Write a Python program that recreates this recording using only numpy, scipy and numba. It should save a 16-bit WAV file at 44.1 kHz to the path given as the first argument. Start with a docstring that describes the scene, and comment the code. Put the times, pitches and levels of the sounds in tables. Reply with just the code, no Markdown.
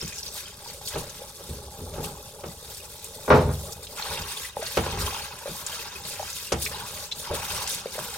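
"""A tap runs onto leafy greens in a plastic basin that stands in a steel kitchen sink, heard up close.
The water's sound comes from thousands of tiny bubbles, each ringing with a short, rising note.
Hands turn the leaves over: the stream spatters, wet leaves slosh and drip, air gulps in the pool below,
and the basin rocks and knocks. Once, something heavy clunks against the sink and sets the steel booming."""
import sys
import numpy as np
from scipy import signal
from scipy.fft import rfft, irfft, next_fast_len
from scipy.io import wavfile
from numba import njit

SR = 44100
rng = np.random.default_rng(int(sys.argv[2]) if len(sys.argv) > 2 else 0)


def wav_out(sig):
    """Save sig, one row per channel (or a flat mono array), as 16-bit PCM at SR to the path in sys.argv[1]."""
    wavfile.write(sys.argv[1], SR, np.round(np.clip(np.atleast_2d(sig).T, -1, 1) * 32767).astype(np.int16))


N = 360297
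TIME = np.arange(N) / SR
TOP_HZ = 15900

# the stream landing on the leaves and running into the pool: (time [s], spatter [dB], gurgle [dB])
TAP_FLOW = [(0.0, -42, -53), (0.6, -47, -47), (1.15, -47, -49), (1.65, -47.5, -48), (2.3, -50.5, -48),
            (2.85, -43.5, -49.5), (3.6, -45, -44), (4.4, -42, -49.5), (5.2, -41.5, -47),
            (6.4, -41.5, -48.5), (8.17, -43.5, -46)]
def running_tap(slop):
    """The tap runs on while hands catch its stream, lift the leaves and press them under again."""
    landing, trickle = curves(TAP_FLOW)
    hush_db = catches()
    stream = landing * undb(hush_db)
    lift, runoff = lifts()
    plunge, air = plunges()
    spatter = together(stream, sprays())
    slosh = together(stream * undb(-7.5), lift, plunge)
    glug_db = 2 * flicker(count=160)  # the trickle reaches the pool in uneven gulps
    gurgle = together(trickle * undb(0.86 * hush_db + glug_db), slop)
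    return water(spatter, slosh, gurgle) + burble() * air + drips() * runoff


# the tone of the spatter, the wet leaves and the pool: (frequency [Hz], boost [dB])
SPATTER_TONE = [(1500, 3), (3000, -11.5), (5000, -8), (6500, -6), (8500, -1), (10000, -1), (11200, -5.5),
                (12500, -2.5), (13300, 0), (14000, -5), (16000, 7.5)]
SLOSH_TONE = [(600, -63), (950, -6.5), (1250, -1.5), (1800, -2), (2600, 4.5), (3600, 6), (4800, 9),
              (6500, 8.5), (10000, -16)]
POOL_TONE = [(130, 20), (280, -9), (350, -6), (430, -0.5), (520, 1), (620, 1.5), (730, -10.5), (835, 6),
             (950, -4), (1250, 0.5), (1700, -17), (3000, -37)]
def water(spatter_gain, slosh_gain, pool_gain):
    """The stream breaks into fine spatter, wet leaves squeeze out larger bubbles, the pool gurgles."""
    surge = flicker(count=1100) + 1.35 * flicker(count=330)  # the stream arrives in uneven lumps
    spatter = colour(swarm(3222, 14580, cycles=30, spread_db=-2.5, glide=0.1, count=42000), SPATTER_TONE)
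    slosh = colour(swarm(887, 7210, cycles=12.7, spread_db=-0.5, glide=0.29, count=22000), SLOSH_TONE)
    # bubbles in open water ring longer
    tinkle = colour(swarm(1518, 7400, cycles=50, spread_db=5, glide=0.22, count=2200), SLOSH_TONE)
    pool = colour(swarm(274, 1575, cycles=7.9, spread_db=-0.5, glide=0.21, count=6000), POOL_TONE)
    leaves = unit(slosh) * undb(-0.5) + unit(tinkle) * undb(-5)
    return (unit(spatter) * spatter_gain * undb(2 + 2 * surge)
            + leaves * slosh_gain * undb(1.46 * surge)
            + unit(pool) * pool_gain * undb(0.83 + 0.23 * surge))


# the tone of the jet on a leaf: (frequency [Hz], boost [dB])
JET_TONE = [(2900, -40), (3400, -0.5), (3700, -0.5), (4300, -4), (5500, 4), (11000, 6.5), (13300, 3),
            (16000, -1)]
# the jet falling freely onto that leaf: (time [s], level [dB])
JET_LEVELS = [(0.85, -50), (1.15, -47), (1.8, -48), (2.2, -46), (2.9, -56), (3.65, -45), (3.8, -65)]
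def jet():
    """The unbroken jet patters on one leaf with a fluttering sizzle."""
    patter = colour(swarm(2430, TOP_HZ, cycles=6.5, spread_db=3, glide=0.05, count=24000), JET_TONE)
    flutter = undb(2.5 * flicker(count=400))
    return unit(patter) * curves(JET_LEVELS)[0] * flutter


# the stream is blocked: (time [s], hold [s], level change [dB])
STREAM_CATCHES = [(0.438, 0.11, -5), (0.73, 0.019, -3), (3.772, 0.034, -4), (3.848, 0.02, -4),
                  (4.41, 0.12, -12), (5.26, 0.1, -3.5), (5.843, 0.091, -3), (6.295, 0.2, -4.5),
                  (7.039, 0.1, -7), (7.806, 0.044, -5)]
def catches():
    """A hand or a bunch of leaves catches the stream and hushes it; gives the dip in dB."""
    return sum(db * gesture(s, hold, rise_s=0.014, fall_s=0.011) for s, hold, db in STREAM_CATCHES)


# bursts of spray: (time [s], hold [s], level [dB])
HAND_SPRAYS = [(0.32, 0.066, -41), (0.85, 0.019, -32.5), (0.965, 0.03, -36.5), (2.025, 0.0061, -36.5),
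               (3.685, 0.025, -43), (3.96, 0.5, -42), (4.66, 0.094, -36), (4.98, 0.14, -36.5),
               (5.5, 0.32, -43), (6.04, 0.058, -35.5), (6.29, 0.17, -38), (6.6, 0.048, -34),
               (6.82, 0.21, -46), (7.172, 0.021, -37.5), (7.33, 0.29, -37.5), (7.67, 0.066, -32),
               (7.92, 0.33, -41.5)]
def sprays():
    """The stream sprays off a hand; gives the volume of the extra spatter."""
    return gestures(HAND_SPRAYS, rise_s=0.015, fall_s=0.024)[0]


# leaves coming up: (time [s], hold [s], slosh [dB], drips [dB])
LEAF_LIFTS = [(0.0, 0.01, -40, -36), (0.07, 0.19, -53, -39), (0.365, 0.02, -42, -57),
              (0.64, 0.04, -50, -44.5), (4.25, 0.11, -41, -49), (4.61, 0.14, -37.5, -52),
              (5.66, 0.25, -40.5, -46.5), (6.03, 0.41, -41.5, -43), (6.97, 0.04, -49, -40),
              (7.56, 0.2, -40.5, -41), (7.95, 0.28, -44.5, -57)]
def lifts():
    """Hands gather and lift wet leaves; gives the volumes of the slosh and the drips."""
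    return gestures(LEAF_LIFTS, rise_s=0.005, fall_s=0.14)


def drips():
    """Small bright drips run off lifted leaves."""
    return swarm(4300, 7940, cycles=24, spread_db=4, glide=0.12, count=2600)


# leaves going under: (time [s], hold [s], slosh [dB], escaping air [dB])
LEAF_PLUNGES = [(0.89, 0.017, -40.5, -51), (1.92, 0.05, -49, -58), (3.96, 0.18, -36, -41),
                (4.82, 0.31, -35.5, -39), (5.4, 0.42, -46, -47.5), (6.7, 0.065, -40, -41),
                (7.23, 0.31, -36.5, -39.5), (7.93, 0.33, -46, -44.5)]
def plunges():
    """Hands press the leaves under water; gives the volumes of the slosh and the escaping air."""
    return gestures(LEAF_PLUNGES, rise_s=0.023, fall_s=0.19)


def burble():
    """Air escapes from sunken leaves in a rush of mid-sized bubbles."""
    return swarm(792, 1460, cycles=14.3, spread_db=2.5, glide=0.08, count=2200)


# pockets of air gulping: (time [s], level [dB], starting pitch [Hz], ring length [cycles])
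AIR_POCKETS = [(0.660, -40, 895, 26), (0.745, -37.5, 516, 16), (0.813, -40.5, 804, 18),
               (1.218, -32.5, 517, 18), (4.568, -26.5, 810, 21), (4.569, -19, 520, 7.4),
               (4.593, -32, 448, 35), (4.625, -26, 623, 20), (5.457, -26, 530, 18), (5.478, -25, 527, 14),
               (6.195, -29, 780, 20), (6.198, -29, 600, 25), (6.228, -28.5, 794, 15), (7.314, -26, 570, 29),
               (7.337, -20.5, 543, 7.7), (7.858, -17, 480, 7.4), (7.954, -25.5, 470, 5.9),
               (7.981, -23.5, 583, 10.6), (7.989, -33, 580, 21), (7.99, -22, 1030, 5)]
def plops():
    """Large bubbles pinch off under the leaves; the water around them softens their start."""
    s, db, hz, cycles = np.transpose(AIR_POCKETS)
    rings = bubbles(s, hz, cycles, undb(db), lag=np.full(len(s), 2.5), glide=0.14)
    return colour(rings, [(100, 8), (350, 4.5), (1100, 9), (2000, 26), (5000, -25)])


# single drops and wet snaps of leaves: (time [s], level [dB], starting pitch [Hz], base length [cycles])
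SINGLE_DROPS = [(0.079, -17, 7000, 22), (0.123, -30, 2410, 45), (0.183, -21, 5660, 41),
                (0.874, -17.5, 4470, 45), (1.096, -20, 6200, 23), (2.044, -19.5, 3240, 5),
                (2.747, -21, 6100, 6.4), (3.044, -17.5, 8500, 24), (3.723, -16, 6560, 11),
                (3.869, -25, 3720, 24), (4.024, -19, 4180, 41), (4.371, -22.5, 3460, 16),
                (4.447, -26, 1970, 39), (4.664, -16.5, 4450, 39), (5.665, -9.5, 7300, 2.1),
                (6.3, -19, 6980, 38), (6.522, -5.5, 6300, 3.3), (6.652, -15, 5570, 26),
                (6.662, -16.5, 2400, 16), (6.972, -30, 2470, 28), (7.115, -20, 3580, 36),
                (7.121, -16.5, 3960, 72), (7.676, -12, 7060, 16), (7.725, -14.5, 6200, 20),
                (7.921, -19.5, 4600, 4.3)]
def drops(scatter_s=0.011, count=12):
    """Each drop rings one bubble and throws quieter ones after it; the splash echoes in the basin."""
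    s, db, hz, cycles = np.transpose(SINGLE_DROPS)
    main = bubbles(s, hz, 1.5 * cycles, undb(db - 1), lag=rng.normal(1.6, 0.7, len(s)), glide=0.09)
    delay, pitch, place = rng.random((len(s) * count, 3)).T
    s, db, hz = (np.repeat(column, count) for column in (s, db, hz))
    start = s + scatter_s * delay ** 1.5
    hz = np.minimum(hz * 2 ** (1.2 * pitch - 0.5), TOP_HZ)
    gain = undb(db - 3 - 7 * delay)  # later bubbles are quieter
    splash = bubbles(start, hz, np.full(len(s), 13.0), gain, lag=8 * place - 2, glide=0.25)
    return echoes(main + splash, near_db=0, near_s=0.035, room_db=-10, room_s=0.2)


# pushes on the basin: (time [s], hold [s], rocking [dB], gurgle [dB])
BASIN_SHOVES = [(0.935, 0.02, -33.5, -34.5), (1.46, 0.2, -44.5, -52), (1.78, 0.21, -38.5, -48.5),
                (1.95, 0.1, -36, -38), (4.08, 0.064, -45, -40.5), (4.19, 0.014, -37.5, -50),
                (4.86, 0.01, -43, -35.5), (4.92, 0.12, -32, -38), (6.62, 0.16, -60, -44),
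                (7.29, 0.023, -34, -36), (7.5, 0.062, -43.5, -40.5)]
def shoves():
    """Shoves rock the basin and slop the pool; gives the volume of each."""
    return gestures(BASIN_SHOVES, rise_s=0.012, fall_s=0.062)


# knocks on the basin: (time [s], strength [dB], contact time [ms], boom of the sink [dB])
BASIN_KNOCKS = [(0.024, -17.5, 4.2, -30.5), (0.956, -27, 0.2, -47), (0.962, -18, 2.9, -45),
                (1.404, -41, 0.33, -54), (1.488, -27.5, 2.4, -24), (1.532, -34, 1.3, -32),
                (1.798, -26.5, 2.4, -30), (1.978, -29, 0.58, -38), (2.437, -32, 0.16, -38),
                (2.462, -20, 4.9, -36), (4.771, -16, 0.067, -17), (4.862, -29.5, 0.08, -45),
                (5.49, -22.5, 3.1, -41), (6.52, -19, 0.045, -19.5), (6.549, -28, 3.3, -29),
                (7.306, -28, 0.43, -36), (7.991, -27, 3.1, -50)]
# the water-filled plastic's short notes, single and in bands: (pitch [Hz], level [dB], base fade [s])
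PLASTIC_NOTES = [(336.5, -11, 0.29), (396, -3.5, 0.074), (461.5, -3, 0.15), (598, 6.5, 0.02),
                 (750, -12.5, 0.12)]
PLASTIC_BANDS = [(155.6, -6, 0.22), (600, -7, 0.23), (980, -7, 0.13), (2320, -11, 0.17), (4430, -12, 0.08),
                 (8800, -14, .035)]
def basin(sink_ring, rocking_gain):
    """Knocks ring the plastic briefly; they and the rocking basin make the sink floor boom."""
    plastic = ringing(PLASTIC_NOTES) + crowded_ringing(PLASTIC_BANDS)
    knocks = convolve(blows([(s, db, ms) for s, db, ms, _ in BASIN_KNOCKS]), plastic)
    floor = colour(sink_ring, [(30, 4), (70, 5), (130, -3), (250, -5), (400, -2.5), (900, -47)])
    boom = convolve(blows([(s, db, 1.5) for s, _, _, db in BASIN_KNOCKS]), floor)
    damped = floor * fade(TIME[:SR], 0.087)  # the hands deaden the steel as they press
    rumble = convolve(rng.standard_normal(N), damped)
    rocking = colour(rumble, [(20, -11), (50, 11.5), (80, 3), (130, 4), (250, -5), (500, -5.5)])
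    tremble = undb(-52.5)  # the stream keeps the basin shaking a little
    return knocks + boom + unit(rocking) * together(rocking_gain, tremble)


# the heavy clunk and its rattle: (time [s], strength [dB], contact time [ms])
CLUNK_HITS = [(3.278, -21, 0.57), (3.302, -9, 0.4), (3.307, -21, 1.1), (3.317, -10, 0.65),
              (3.338, -10, 0.86), (3.358, -33, 0.11), (3.371, -11, 1.3), (3.408, -20.5, 0.98),
              (3.436, -3.5, 8.6), (3.468, -15, 2.5), (3.490, -30, 0.57), (3.514, -27, 1.5)]
# bands of the sink's crowded higher notes: (pitch [Hz], level [dB], fade time [s])
SINK_NOTE_BANDS = [(286, -6.5, 0.16), (575, -6.5, 0.27), (1155, -3, 0.24), (2070, -7, 0.3),
                   (4530, -6, 0.41)]
def clunk(sink_ring):
    """Something heavy meets the sink, rattles and settles."""
    return convolve(blows(CLUNK_HITS), sink_ring + crowded_ringing(SINK_NOTE_BANDS))


# the sink's notes: (pitch [Hz], level [dB], base fade [s])
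SINK_NOTES = [(49, -17, .5), (70.5, -9, .7), (92, -8, .55), (123, -10, .45), (134, -8, .48), (152, -7, .5),
              (172, -9, .45), (224, -10, .35), (254, -7, .35), (355, -11, .42), (423, -4, .4),
              (475, -5, .27), (510, 2, .42), (622, -2, .27), (832, 0, .25), (856, -3, .25), (899, -1, .36),
              (932, -2, .28), (1039, -3, .24), (1281, -9, .28), (1400, -6, .25), (1637, -8, .2)]
def sink():
    """A hit on the sink brings out low booms of its steel and the hollow ring of its bowl."""
    return ringing(SINK_NOTES) * undb(-6.5)


def echoes(x, near_db=-5, near_s=0.073, room_db=-12, room_s=0.42):
    """Sound bounces quickly off the nearby walls, then dies away in the kitchen."""
    t = TIME[:SR // 2]
    tails = rng.standard_normal((2, 2, len(t))) * (t > 0.001)
    near, room = tails[0] * fade(t, near_s), tails[1] * fade(t, room_s)
    response = (undb(near_db) * unit(near) + undb(room_db) * unit(room)) / np.sqrt(len(t))
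    return (x + convolve(x, response)) / np.sqrt(1 + undb(near_db) ** 2 + undb(room_db) ** 2)


@njit
def bubbles(start, hz, cycles, gain, lag, glide):
    """Each bubble swells, then rises in pitch as it dies; the right side hears it lag samples later."""
    out = np.zeros((2, N))
    for k in range(len(start)):
        life = cycles[k] * SR / hz[k]
        for side in range(2):
            first = start[k] * SR + lag[k] * (side - 0.5)
            for i in range(max(int(first) + 1, 0), min(int(first + life), N)):
                age = (i - first) / life
                turns = cycles[k] * age * (1 + glide * age / 2)
                out[side, i] += gain[k] * min(turns, 1.) * np.exp(-5.5 * age) * np.sin(2 * np.pi * turns)
    return out


def swarm(low_hz, high_hz, cycles, spread_db, glide, count):
    """Bubbles ring at random times, pitches and places; spread_db makes their loudness uneven."""
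    when, pitch, ring, size, place = rng.random((count, 5)).T
    hz = low_hz * (high_hz / low_hz) ** pitch
    lengths = cycles * 3 ** (2 * ring - 1)
    gain = undb(-spread_db * np.log(size + 0.035))
    lag = 3.3 + 1.7 * np.log((place + 0.013) / (1.02 - place)) / 2
    return unit(bubbles(when * TIME[-1], hz, lengths, gain, lag, glide))


def ringing(notes):
    """A struck object's separate notes, each dying away a little sooner than its base fade."""
    t = TIME[:SR]
    return sum(undb(db) * fade(t, 0.93 * fade_s) * np.sin(2 * np.pi * hz * t) * (-1) ** k
               for k, (hz, db, fade_s) in enumerate(notes))


def crowded_ringing(bands, width=0.74):
    """Notes too close to tell apart: octave bands of fading noise, partly different left and right."""
    t, out = TIME[:SR], 0
    for hz, db, fade_s in bands:
        band = signal.butter(3, [hz / np.sqrt(2), hz * np.sqrt(2)], "band", fs=SR, output="sos")
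        mid, side = unit(signal.sosfilt(band, rng.standard_normal((2, len(t)))))
        out = out + undb(db) * fade(t, fade_s) * np.array([mid + width * side, mid - width * side])
    return out


def blows(rows):
    """The push of each hit: the longer the contact, the duller the sound."""
    out, ms = np.zeros(N), TIME[:2048] * 1000
    for s, db, contact_ms in rows:
        push = ms * np.exp(-4 * ms / max(contact_ms, 0.05))
        i = int(s * SR)
        out[i:i + len(push)] += undb(db) * push[:N - i] / push.sum()
    return out


def gesture(s, hold, rise_s, fall_s):
    """One movement of a hand: it builds up, holds and dies away."""
    age = TIME - s
    return np.clip(age / rise_s, 0, 1) * np.exp(-np.maximum(age - rise_s - hold, 0) / fall_s)


def gestures(table, rise_s, fall_s):
    """Many hand movements, as one volume curve for each dB column."""
    return together(*(np.outer(undb(dbs), gesture(s, hold, rise_s, fall_s)) for s, hold, *dbs in table))


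def curves(table):
    """Join a table's points into one volume curve for each dB column."""
    s, *columns = np.transpose(table)
    return [undb(np.interp(TIME, s, db)) for db in columns]


def together(*gains):
    """The volume of unrelated sounds heard at once: their powers add."""
    return np.sqrt(sum(gain ** 2 for gain in gains))


def flicker(count):
    """A wander through count random values over the scene."""
    return np.interp(TIME, np.linspace(0, TIME[-1], count), rng.standard_normal(count))


def colour(x, points):
    """Shape a sound's tone with (frequency [Hz], boost [dB]) points."""
    hz, db = np.transpose(points)
    size = next_fast_len(x.shape[-1] + 4096)
    freqs = np.maximum(np.arange(size // 2 + 1) * SR / size, 1)
    gain = undb(np.interp(np.log(freqs), np.log(hz), db))
    return irfft(rfft(x, size) * gain, size)[..., :x.shape[-1]]


def convolve(x, response):
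    """Give a sound the ring of an object or a room."""
    return signal.oaconvolve(np.atleast_2d(x), np.atleast_2d(response), axes=-1)[:, :N]


def fade(t, fade_s):
    """Die away, falling 60 dB in fade_s seconds."""
    return np.exp(-np.log(1000) * t / fade_s)


def undb(db):
    """Turn decibels into a volume multiplier."""
    return 10 ** (np.asarray(db) / 20)


def unit(x):
    """Scale a sound to an average power of 1."""
    return x / np.sqrt(np.mean(x ** 2))


def scene():
    """Water in the basin, and the sink that carries it."""
    rocking, slop = shoves()
    wet = echoes(running_tap(slop) + plops()) + drops() + jet()
    lean = undb([[0.36], [-0.36]])  # the water falls slightly to the left
    sink_ring = sink()
    return wet * lean + basin(sink_ring, rocking) + clunk(sink_ring)


# stereo width by frequency: (frequency [Hz], boost of left minus right [dB])
STEREO_WIDTH = [(60, -32), (125, -18), (250, -9), (500, -7), (1000, 1), (4500, -1.5), (6600, -4),
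                (7300, -15), (16000, -7.5)]
def record(dry):
    """The sound is wide in the middle range, narrow in the bass and high treble; its top is cut."""
    mid = (dry[0] + dry[1]) / 2
    side = colour((dry[0] - dry[1]) / 2, STEREO_WIDTH)
    rounded = np.tanh(np.array([mid + side, mid - side]))  # softens the loudest peaks
    top_cut = signal.ellip(10, 0.2, 70, TOP_HZ, fs=SR, output="sos")
    return signal.sosfilt(top_cut, rounded)


dry = scene()
out = record(dry)
wav_out(out)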